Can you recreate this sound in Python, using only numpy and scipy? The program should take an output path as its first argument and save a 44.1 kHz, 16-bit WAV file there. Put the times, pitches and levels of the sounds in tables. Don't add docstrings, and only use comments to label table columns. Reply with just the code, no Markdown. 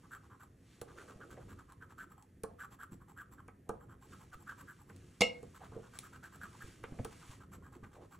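import sys
import numpy as np
from scipy import signal
from scipy.fft import rfft, irfft
from scipy.io import wavfile
from scipy.ndimage import uniform_filter1d

SR = 44100
rng = np.random.default_rng(int(sys.argv[2]) if len(sys.argv) > 2 else 0)


def generate_wav(signal):
    frames = np.transpose(np.atleast_2d(signal))
    scaled = np.clip(frames, -1, 1) * 32767
    pcm = np.round(scaled).astype(np.int16)
    wavfile.write(sys.argv[1], SR, pcm)


N = 361179

# (frequency [Hz], spectral density [dB])
AIR_SPECTRUM = [(20, -17), (65, 6), (300, -5.5), (1000, -37.5), (1800, -18), (4000, -46.5), (10000, -34.5),
                (11800, -20.5), (16000, -42.5)]

# (time [s], hiss level [dB])
SLIDE_LEVEL = [(0, -76.5), (0.55, -84.5), (0.74, -72.5), (0.88, -77), (1.02, -68), (1.15, -75.5),
               (1.45, -75.5), (1.8, -85), (3.98, -88.5), (4.12, -68.5), (4.27, -77.5), (4.75, -75),
               (4.87, -81.5), (4.97, -73.5), (5.9, -74), (6.0, -65.5), (6.2, -78.5), (6.68, -64),
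               (6.82, -73.5), (7.32, -64), (7.47, -85.5), (8.19, -82.5)]
# (frequency [Hz], spectral density [dB])
SKIN_SPECTRUM = [(200, 9), (600, 0), (1150, 8), (1600, 8.5), (2200, 6.5), (3200, 5), (4000, 1), (7500, 3),
                 (9500, 0), (12000, 3.5), (16000, -12.5)]
# (time [s], level [dB])
RUMBLE_LEVEL = [(0.0, -61), (0.82, -66), (1.25, -58), (1.91, -60.5), (2.37, -64.5), (2.69, -62),
                (3.56, -62), (5.81, -60.5), (6.52, -60), (6.89, -56), (7.12, -60), (8.19, -59)]
# (frequency [Hz], spectral density [dB])
RUMBLE_SPECTRUM = [(20, -27), (45, 2), (68, 4), (95, 2), (150, 2), (230, -1.5), (330, -7.5), (480, -12.5),
                   (650, -21.5), (1200, -49)]
RUMBLE_WAVER_DB = 2.5

# (middle time [s], length [s], rasp of card [dB], crunch of coating [dB], ring of coin [dB])
STROKES = [(0.048, 0.055, -62.5, -87, -83), (0.142, 0.082, -50.0, -66, -65.5),
           (0.252, 0.064, -66.0, -73, -86), (0.33, 0.078, -59.0, -89, -82), (0.424, 0.073, -58.5, -70, -69),
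           (0.901, 0.073, -61.5, -69, -86), (1.002, 0.084, -56.0, -63.5, -82),
           (1.106, 0.07, -59.0, -65, -74), (1.224, 0.061, -53.5, -70, -82),
           (1.322, 0.061, -58.0, -62, -69.0), (1.418, 0.06, -61.0, -72, -80),
           (1.512, 0.072, -59.5, -66, -70), (1.6, 0.062, -58.0, -67, -74.5),
           (1.712, 0.076, -61.0, -72, -79), (1.831, 0.06, -55.5, -76, -77), (1.914, 0.057, -60.5, -68, -75),
           (2.013, 0.084, -49.5, -64.5, -66), (2.122, 0.057, -61.0, -73.5, -70.5),
           (2.21, 0.096, -66.0, -84, -78), (2.623, 0.087, -48, -63, -63), (2.733, 0.066, -63.0, -65, -68),
           (2.822, 0.077, -51.0, -70, -66.5), (2.93, 0.051, -63.0, -65, -65),
           (3.02, 0.052, -62.0, -88, -77.5), (3.102, 0.065, -63.5, -72, -74),
           (3.2, 0.083, -51.5, -70.5, -66.5), (3.333, 0.057, -63.0, -70, -69.5),
           (3.395, 0.05, -58, -90, -79), (3.825, 0.065, -63.0, -86, -76), (3.921, 0.081, -59.0, -76.5, -77),
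           (4.04, 0.072, -64.5, -70, -71), (4.138, 0.045, -53, -65, -70.0),
           (4.222, 0.079, -64.5, -70.5, -74.5), (4.338, 0.051, -53, -63, -70),
           (4.415, 0.062, -67.5, -76, -71), (4.501, 0.084, -49.5, -64.5, -69.5),
           (4.604, 0.077, -58.5, -66.5, -69.5), (4.702, 0.071, -53, -77, -67.5),
           (4.811, 0.069, -66.5, -77, -74), (4.897, 0.063, -66.0, -82, -74),
           (5.563, 0.061, -58.5, -65, -69), (5.645, 0.079, -59.5, -65, -76),
           (5.749, 0.082, -62.5, -82, -92), (5.857, 0.081, -61.0, -70, -83),
           (5.956, 0.065, -57.5, -62.5, -67), (6.054, 0.07, -55.5, -74, -65),
           (6.151, 0.073, -57.0, -65, -71.5), (6.255, 0.075, -52.5, -61.5, -69),
           (6.348, 0.063, -57.5, -63.5, -65.5), (6.44, 0.075, -49.5, -62.5, -65),
           (6.545, 0.062, -62.5, -84, -85), (6.623, 0.054, -51.0, -66, -67), (7.128, 0.055, -62, -61, -81),
           (7.239, 0.072, -62.5, -89, -80), (7.328, 0.066, -61.0, -63, -74),
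           (7.425, 0.065, -58.0, -69, -76), (7.543, 0.064, -58.0, -61, -64),
           (7.657, 0.082, -59.5, -76, -75.5), (7.748, 0.069, -62.5, -70.5, -73),
           (7.852, 0.07, -61.0, -72, -78), (7.95, 0.086, -63.0, -69, -79),
           (8.037, 0.082, -65.5, -70.5, -93), (8.138, 0.072, -60.5, -66.5, -68)]
# (frequency [Hz], width [Hz], level [dB])
RASP_MODES = [(843, 80, 0), (1032, 150, 3), (1243, 138, 4.5), (1382, 123, 5), (1537, 134, 6), (1760, 58, 1),
              (2450, 2400, -11)]
# (frequency [Hz], width [Hz], level [dB])
COIN_MODES = [(7613, 320, 1.5), (11520, 480, 7.5), (15730, 300, -0.5)]
# (frequency [Hz], spectral density [dB])
CRUMB_SPECTRUM = [(250, 7), (700, 10), (2000, 7), (2800, 4.5), (3800, 1), (5400, -3), (6300, 0.5),
                  (9000, -3), (16000, -1.5)]
GRIP_S, LIFT_S = 0.027, 0.026
STROKE_LEAD, STROKE_SKEW = 0.25, 0.25
SAG_DB_PER_S = 43
OVERTONE_HZ, OVERTONE_WIDTH_HZ, OVERTONE_DB = 3140, 290, -25.5
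GRIP_SCATTER_OCTAVES = 0.04
TOP_RASP_HZ = 1580

# (middle time [s], length [s], level [dB], centre frequency [Hz])
SCUFFS = [(0.728, 0.27, -77.5, 3230), (1.124, 1, -60.5, 415), (1.381, 0.048, -51.5, 475),
          (2.506, 0.17, -65.5, 720), (3.729, 0.16, -60, 597), (5.626, 0.075, -54, 726),
          (5.773, 0.13, -53, 442), (6.934, 0.25, -64.5, 580), (6.967, 0.22, -51.5, 167),
          (6.997, 0.016, -41, 486), (7.769, 0.052, -55.5, 312), (8.001, 0.17, -58.5, 505)]

# (time [s], peak level [dB], contact time [ms], edge tick [dB])
TAPS = [(0.817, -33.5, 0.99, -37.5), (2.4372, -31, 0.89, -36.5), (3.483, -43.5, 0.51, -55.5),
        (3.694, -24.5, 0.93, -41.5), (4.898, -47.5, 0.45, -57), (5.431, -39, 1.2, -51),
        (5.721, -44.5, 1, -72), (6.8395, -33, 0.38, -52), (7.0501, -33.5, 0.92, -36.5)]
# (time [s], level [dB])
SNAGS = [(1.3119, -52), (1.722, -52.5), (2.8335, -54), (2.225, -52.5), (4.963, -50), (5.9886, -31)]
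# (frequency [Hz], spectral density [dB])
TICK_SPECTRUM = [(1000, -8), (2500, 0), (5000, -3.5), (8000, 2), (11000, 5.5), (16000, 0)]
EDGE_LEAD_S = 0.0026
# (time [s], peak level [dB], contact time [ms])
BUMPS = [(1.158, -46, 5.8), (1.375, -49, 1.2), (2.919, -43, 4.4), (4.35, -48, 11), (5.764, -34, 1.63),
         (6.642, -40, 5.5), (6.921, -34.5, 3.85), (6.995, -31, 4.5), (7.294, -41, 5.1), (7.828, -41, 3)]
# (frequency [Hz], level [dB], 60 dB decay time [s])
TABLE_MODES = [(138, -16.5, 0.09), (216.7, -15, 0.13), (303, -11.5, 0.036), (449.2, -6, 0.15),
               (475, -1.5, 0.078), (720, -10.5, 0.046), (830, -17, 0.06), (1222, -4.5, 0.055),
               (1360, 2.5, 0.016), (1567, -1, 0.038), (1766, -0.5, 0.04)]
# (frequency [Hz], spectral density [dB])
SLAP_SPECTRUM = [(30, -38), (150, -9), (450, -8), (650, -7.5), (1400, -5), (2200, -6.5), (4000, -13.5),
                 (9000, -52), (16000, -38)]

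# (time [s], level [dB])
CRACKLES = [(1.367, -53.5), (5.655, -50), (6.832, -45), (6.917, -59.5), (6.988, -54.5), (7.839, -52)]
# (frequency [Hz], spectral density [dB])
CRACKLE_SPECTRUM = [(300, 4), (1200, -0.5), (1900, 1.5), (2600, -8), (4000, -22), (12000, -36)]

# (time [s], level [dB])
KNOCK_CRACKS = [(5.2078, -1), (5.2091, -4.5), (5.2106, -1.5), (5.2176, -0.5)]
# (frequency [Hz], level [dB], 60 dB decay time [s])
KNOCK_MODES = [(173, -14, 0.12), (248.2, -12, .1), (459.5, -14, .12), (490, 3, 0.11), (538.5, -5.5, 0.089),
               (638, -6.5, 0.084), (781.5, -3.5, 0.054), (911, -13.5, 0.1), (1085, -12, 0.065),
               (1300, -14, 0.076), (2105, -5, 0.1), (2178, 4.5, .065), (2166, -13, 0.34), (2208, -7, 0.23),
               (2600, -13, 0.15), (2729, -7, .14), (2838, -3.5, 0.17), (3060, -17, 0.12), (3510, -18, 0.14),
               (4170, -24, 0.2), (4300, -19, 0.18), (5370, -22, 0.19), (5525, -21, 0.17),
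               (7600, -17.5, 0.13)]
# (frequency [Hz], spectral density [dB])
CRACK_SPECTRUM = [(25, -24), (200, 9), (500, 7), (900, 5.5), (1700, -16.5), (2050, 0), (4000, -3),
                  (6000, -6.5), (9000, -13), (12000, -12), (16000, -17.5)]

ECHO_DELAYS = [0.00255, 0.0085, 0.01105, 0.0147]
# (frequency [Hz], 60 dB decay time [s])
ROOM_DECAY = [(100, 0.54), (500, 0.41), (2200, 0.3), (6000, 0.25), (15000, 0.063)]
# (frequency [Hz], side against mid [dB])
PORT_WIDTH = [(60, -46.5), (130, -31.5), (300, -17.5), (700, -9.5), (1300, -17), (2300, -48), (8000, -18.5),
              (16000, -28)]
# (frequency [Hz], phase [rad])
PORT_PHASE = [(4000, 0), (4600, .6), (4900, 1.9), (5200, 4.8), (5600, 6.2), (7400, 6.35), (12600, 9.23),
              (16000, 9.2)]
# (frequency [Hz], level [dB])
PORT_LEAN = [(160, 0), (330, -2.3), (1300, -1.6), (1900, 0)]
CUTOFF_HZ = 16100


def from_db(db):
    return 10 ** (np.asarray(db) / 20)


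def rms_one(x):
    return x / np.sqrt(np.mean(x ** 2) + 1e-20)


def at_hz(points, hz):
    f, value = np.transpose(points)
    return np.interp(np.log(hz + 0.0015), np.log(f), value)


def in_time(rows):
    return np.interp(np.arange(N) / SR, *np.transpose(rows))


def colour(x, spectrum):
    gain = from_db(at_hz(spectrum, np.fft.rfftfreq(len(x), 1 / SR)))
    return irfft(rfft(x) * gain, len(x))


def noise(spectrum):
    return rms_one(colour(rng.standard_normal(N), spectrum))


def grains(per_s, spread_db):
    sizes_db = spread_db * np.minimum(rng.exponential(1, N), 5)
    sizes = from_db(sizes_db) * rng.choice([-1, 1], N)
    return sizes * (rng.random(N) < per_s / SR)


def wander(size):
    return rms_one(uniform_filter1d(rng.standard_normal(N), size=size))


def resonate(x, hz, width_hz):
    edges = np.clip([hz - width_hz / 2, hz + width_hz / 2], 10, SR * .45)
    band = signal.butter(2, edges, "band", fs=SR, output="sos")
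    return rms_one(signal.sosfilt(band, x))


def dying(t, t60):
    return (t >= 0) * from_db(-60 * np.maximum(t, 0) / t60)


def ringing(modes, scatter_db, sign=1):
    t = np.arange(SR // 3) / SR
    total = np.zeros(len(t))
    for k, (hz, db, t60) in enumerate(modes):
        gain = sign ** k * from_db(db + scatter_db * rng.standard_normal())
        total += gain * dying(t, t60) * np.sin(2 * np.pi * hz * t)
    return total


def add(out, s, sound):
    i = int(s * SR)
    out[i:i + len(sound)] += sound[:N - i]


def bursts(events, t60):
    out, shape = np.zeros(N), dying(np.arange(SR // 4) / SR, t60)
    for s, db in events:
        add(out, s, from_db(db) * shape)
    return out


def room_air(air_db=-67.5):
    return from_db(air_db) * noise(AIR_SPECTRUM)


def hand(hiss_db=3.0, rumble_db=0.0):
    hiss = rms_one(colour(grains(per_s=20000, spread_db=4.0), SKIN_SPECTRUM))
    hiss_gain = from_db(in_time(SLIDE_LEVEL) + hiss_db)
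    waver = RUMBLE_WAVER_DB * wander(size=3500)
    rumble_gain = from_db(in_time(RUMBLE_LEVEL) + rumble_db + waver)
    return hiss_gain * hiss + rumble_gain * noise(RUMBLE_SPECTRUM)


def chatter(rasp, slip_hz, pressure, onset_db=-57.0, most_share=0.75, waver_octaves=0.11):
    share = np.clip(most_share, 0, 1) * pressure ** 2 / (pressure ** 2 + from_db(onset_db) ** 2)
    wavering_hz = slip_hz * 2 ** (waver_octaves * wander(size=90))
    chirp = np.sin(2 * np.pi * np.cumsum(wavering_hz) / SR)
    return np.sqrt(1 - share) * rasp + np.sqrt(share) * rms_one(chirp)


def scraping(centre_hz=1290, rise_per_db=0.05, reach_octaves=0.36, glide_octaves=0.42,
             grit_db=2.5, rasp_db=-1.04, crunch_db=0.0, ring_db=3.5):
    t = np.arange(N) / SR
    levels, centre = np.zeros((3, N)), np.full(N, float(centre_hz))
    usual_rasp = np.mean([row[2] for row in STROKES])
    for s, length, rasp, crunch, ring in STROKES:
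        start = s - length / 2
        span = slice(max(int(start * SR), 0), int((start + length) * SR))
        age = t[span] - start
        skew = np.exp(STROKE_SKEW * rng.uniform(-0.963, 1) - STROKE_LEAD)
        speed = np.sin(np.pi * np.clip(age / length, 0, 1) ** skew)
        grip = GRIP_SCATTER_OCTAVES * rng.standard_normal()
        hold = np.minimum(age / GRIP_S, (length - age) / LIFT_S)
        contact = np.sin(np.pi / 2 * np.clip(hold, 0, 1))
        sag = from_db(SAG_DB_PER_S * (length / 2 - age))
        levels[:, span] += from_db([[rasp], [crunch], [ring]]) * contact ** 1.67 * sag
        top_hz = min(centre_hz * 2 ** (grip + rise_per_db * (rasp - usual_rasp)), TOP_RASP_HZ)
        centre[span] = top_hz * 2 ** (glide_octaves * (speed ** 2 - 1))
    slips = grains(per_s=4400, spread_db=1.5)
    octave = np.log2(centre)
    card = np.zeros(N)
    for hz, width, db in RASP_MODES:
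        share = from_db(db) * np.exp(-.5 * ((np.log2(hz) - octave) / reach_octaves) ** 2)
        card += share * resonate(slips, hz, width)
    card = rms_one(card / np.sqrt(uniform_filter1d(card ** 2, size=900) + 1e-9))
    overtone = from_db(OVERTONE_DB) * resonate(slips, OVERTONE_HZ, OVERTONE_WIDTH_HZ)
    card = chatter(card, centre, levels[0]) + overtone
    crumbs = rms_one(colour(grains(per_s=3200, spread_db=2.0), CRUMB_SPECTRUM))
    coin = rms_one(sum(from_db(db) * resonate(slips, hz, width) for hz, width, db in COIN_MODES))
    grit = rms_one(from_db(grit_db * wander(size=200)))
    rasping = from_db(rasp_db) * levels[0] * card
    crunching = from_db(crunch_db) * levels[1] * crumbs
    coin_ring = from_db(ring_db) * levels[2] * coin
    return grit * (rasping + crunching + coin_ring)


def scuffs(scuff_db=0.0, width_share=0.64, slips_per_cycle=1.6):
    out = np.zeros(N)
    for s, length, db, hz in SCUFFS:
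        swell, start = np.hanning(int(length * SR)), s - length / 2
        slips = grains(per_s=slips_per_cycle * hz, spread_db=2.0)
        rub = resonate(slips, hz, width_share * hz)[int(start * SR):][:len(swell)]
        add(out, start, from_db(db + scuff_db) * rms_one(rub) * swell[:len(rub)])
    return out


def ticks(tick_db=-1.0, landing_db=-7.0):
    touches = [(s - EDGE_LEAD_S, tick) for s, db, contact_ms, tick in TAPS]
    landings = [(s, tick + landing_db) for s, db, contact_ms, tick in TAPS]
    gain = bursts(touches + landings + list(SNAGS), t60=0.012)
    return from_db(tick_db) * gain * noise(TICK_SPECTRUM)


def taps(tap_db=0.0, slap_db=-8.0, slap_t60=0.074):
    out, t = np.zeros(N), np.arange(SR // 3) / SR
    blows = [(s, db, contact_ms) for s, db, contact_ms, tick in TAPS] + list(BUMPS)
    for s, db, contact_ms in blows:
        push = np.hanning(max(int(contact_ms * SR / 1000), 1) + 2)
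        table = ringing(TABLE_MODES, scatter_db=4.5)
        slap_noise = rms_one(colour(rng.standard_normal(len(t)), SLAP_SPECTRUM))
        slap = from_db(slap_db) * slap_noise * dying(t, slap_t60)
        blow = np.convolve(table / np.abs(table).max() + slap, push)
        add(out, s, from_db(db + tap_db) * blow / np.abs(blow).max())
    return out


def crackles(crackle_db=0.0):
    snaps = rms_one(colour(grains(per_s=2900, spread_db=7.5), CRACKLE_SPECTRUM))
    return from_db(crackle_db) * bursts(CRACKLES, t60=0.066) * snaps


def knock(ring_db=-25.0, crack_db=-22.5):
    out = from_db(crack_db) * bursts(KNOCK_CRACKS, t60=0.027) * noise(CRACK_SPECTRUM)
    loudest_s = max(KNOCK_CRACKS, key=lambda crack: crack[1])[0]
    add(out, loudest_s, from_db(ring_db) * ringing(KNOCK_MODES, scatter_db=1.0, sign=-1))
    return out


def echoes(x, echo_db=-16.5, dull_hz=2500):
    out, dull = np.zeros(N), colour(x, [(dull_hz, echo_db), (2 * dull_hz, echo_db - 5)])
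    for delay_s in ECHO_DELAYS:
        add(out, delay_s, dull)
    return out


def reflections(x, t60_table, delay_s):
    t = np.arange(SR // 2) / SR
    white, hz = rfft(rng.standard_normal(len(t))), np.fft.rfftfreq(len(t), 1 / SR)
    tail = np.zeros(len(t))
    for centre in 31.25 * 2 ** np.arange(10):
        in_octave = np.abs(np.log2((hz + 1) / centre)) < .5
        tail += irfft(white * in_octave, len(t)) * dying(t - delay_s, at_hz(t60_table, centre))
    return signal.fftconvolve(x, tail / np.sqrt(np.sum(tail ** 2)))[:N]


def two_ports(mid, side):
    hz = np.fft.rfftfreq(N, 1 / SR)
    turn = np.exp(.5j * at_hz(PORT_PHASE, hz)) / from_db(at_hz(PORT_LEAN, hz) / 2)
    left = irfft(rfft(mid + side) / turn, N)
    right = irfft(rfft(mid - side) * turn, N)
    return np.array([left, right])


def scene(near_db=-13.5, near_t60=0.095, room_db=-16.0):
    close = hand() + scraping() + scuffs() + ticks() + taps() + crackles() + knock()
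    near = echoes(close) + from_db(near_db) * reflections(close, [(1000, near_t60)], delay_s=0.005)
    room = from_db(room_db) * reflections(close, ROOM_DECAY, delay_s=.015)
    mid = close + near + room + room_air()
    side = colour(reflections(mid, ROOM_DECAY, delay_s=0.0013), PORT_WIDTH)
    return two_ports(mid, side)


def record(dry):
    return signal.sosfilt(signal.ellip(10, .2, 70, CUTOFF_HZ, fs=SR, output="sos"), dry)


dry = scene()
out = record(dry)
generate_wav(out)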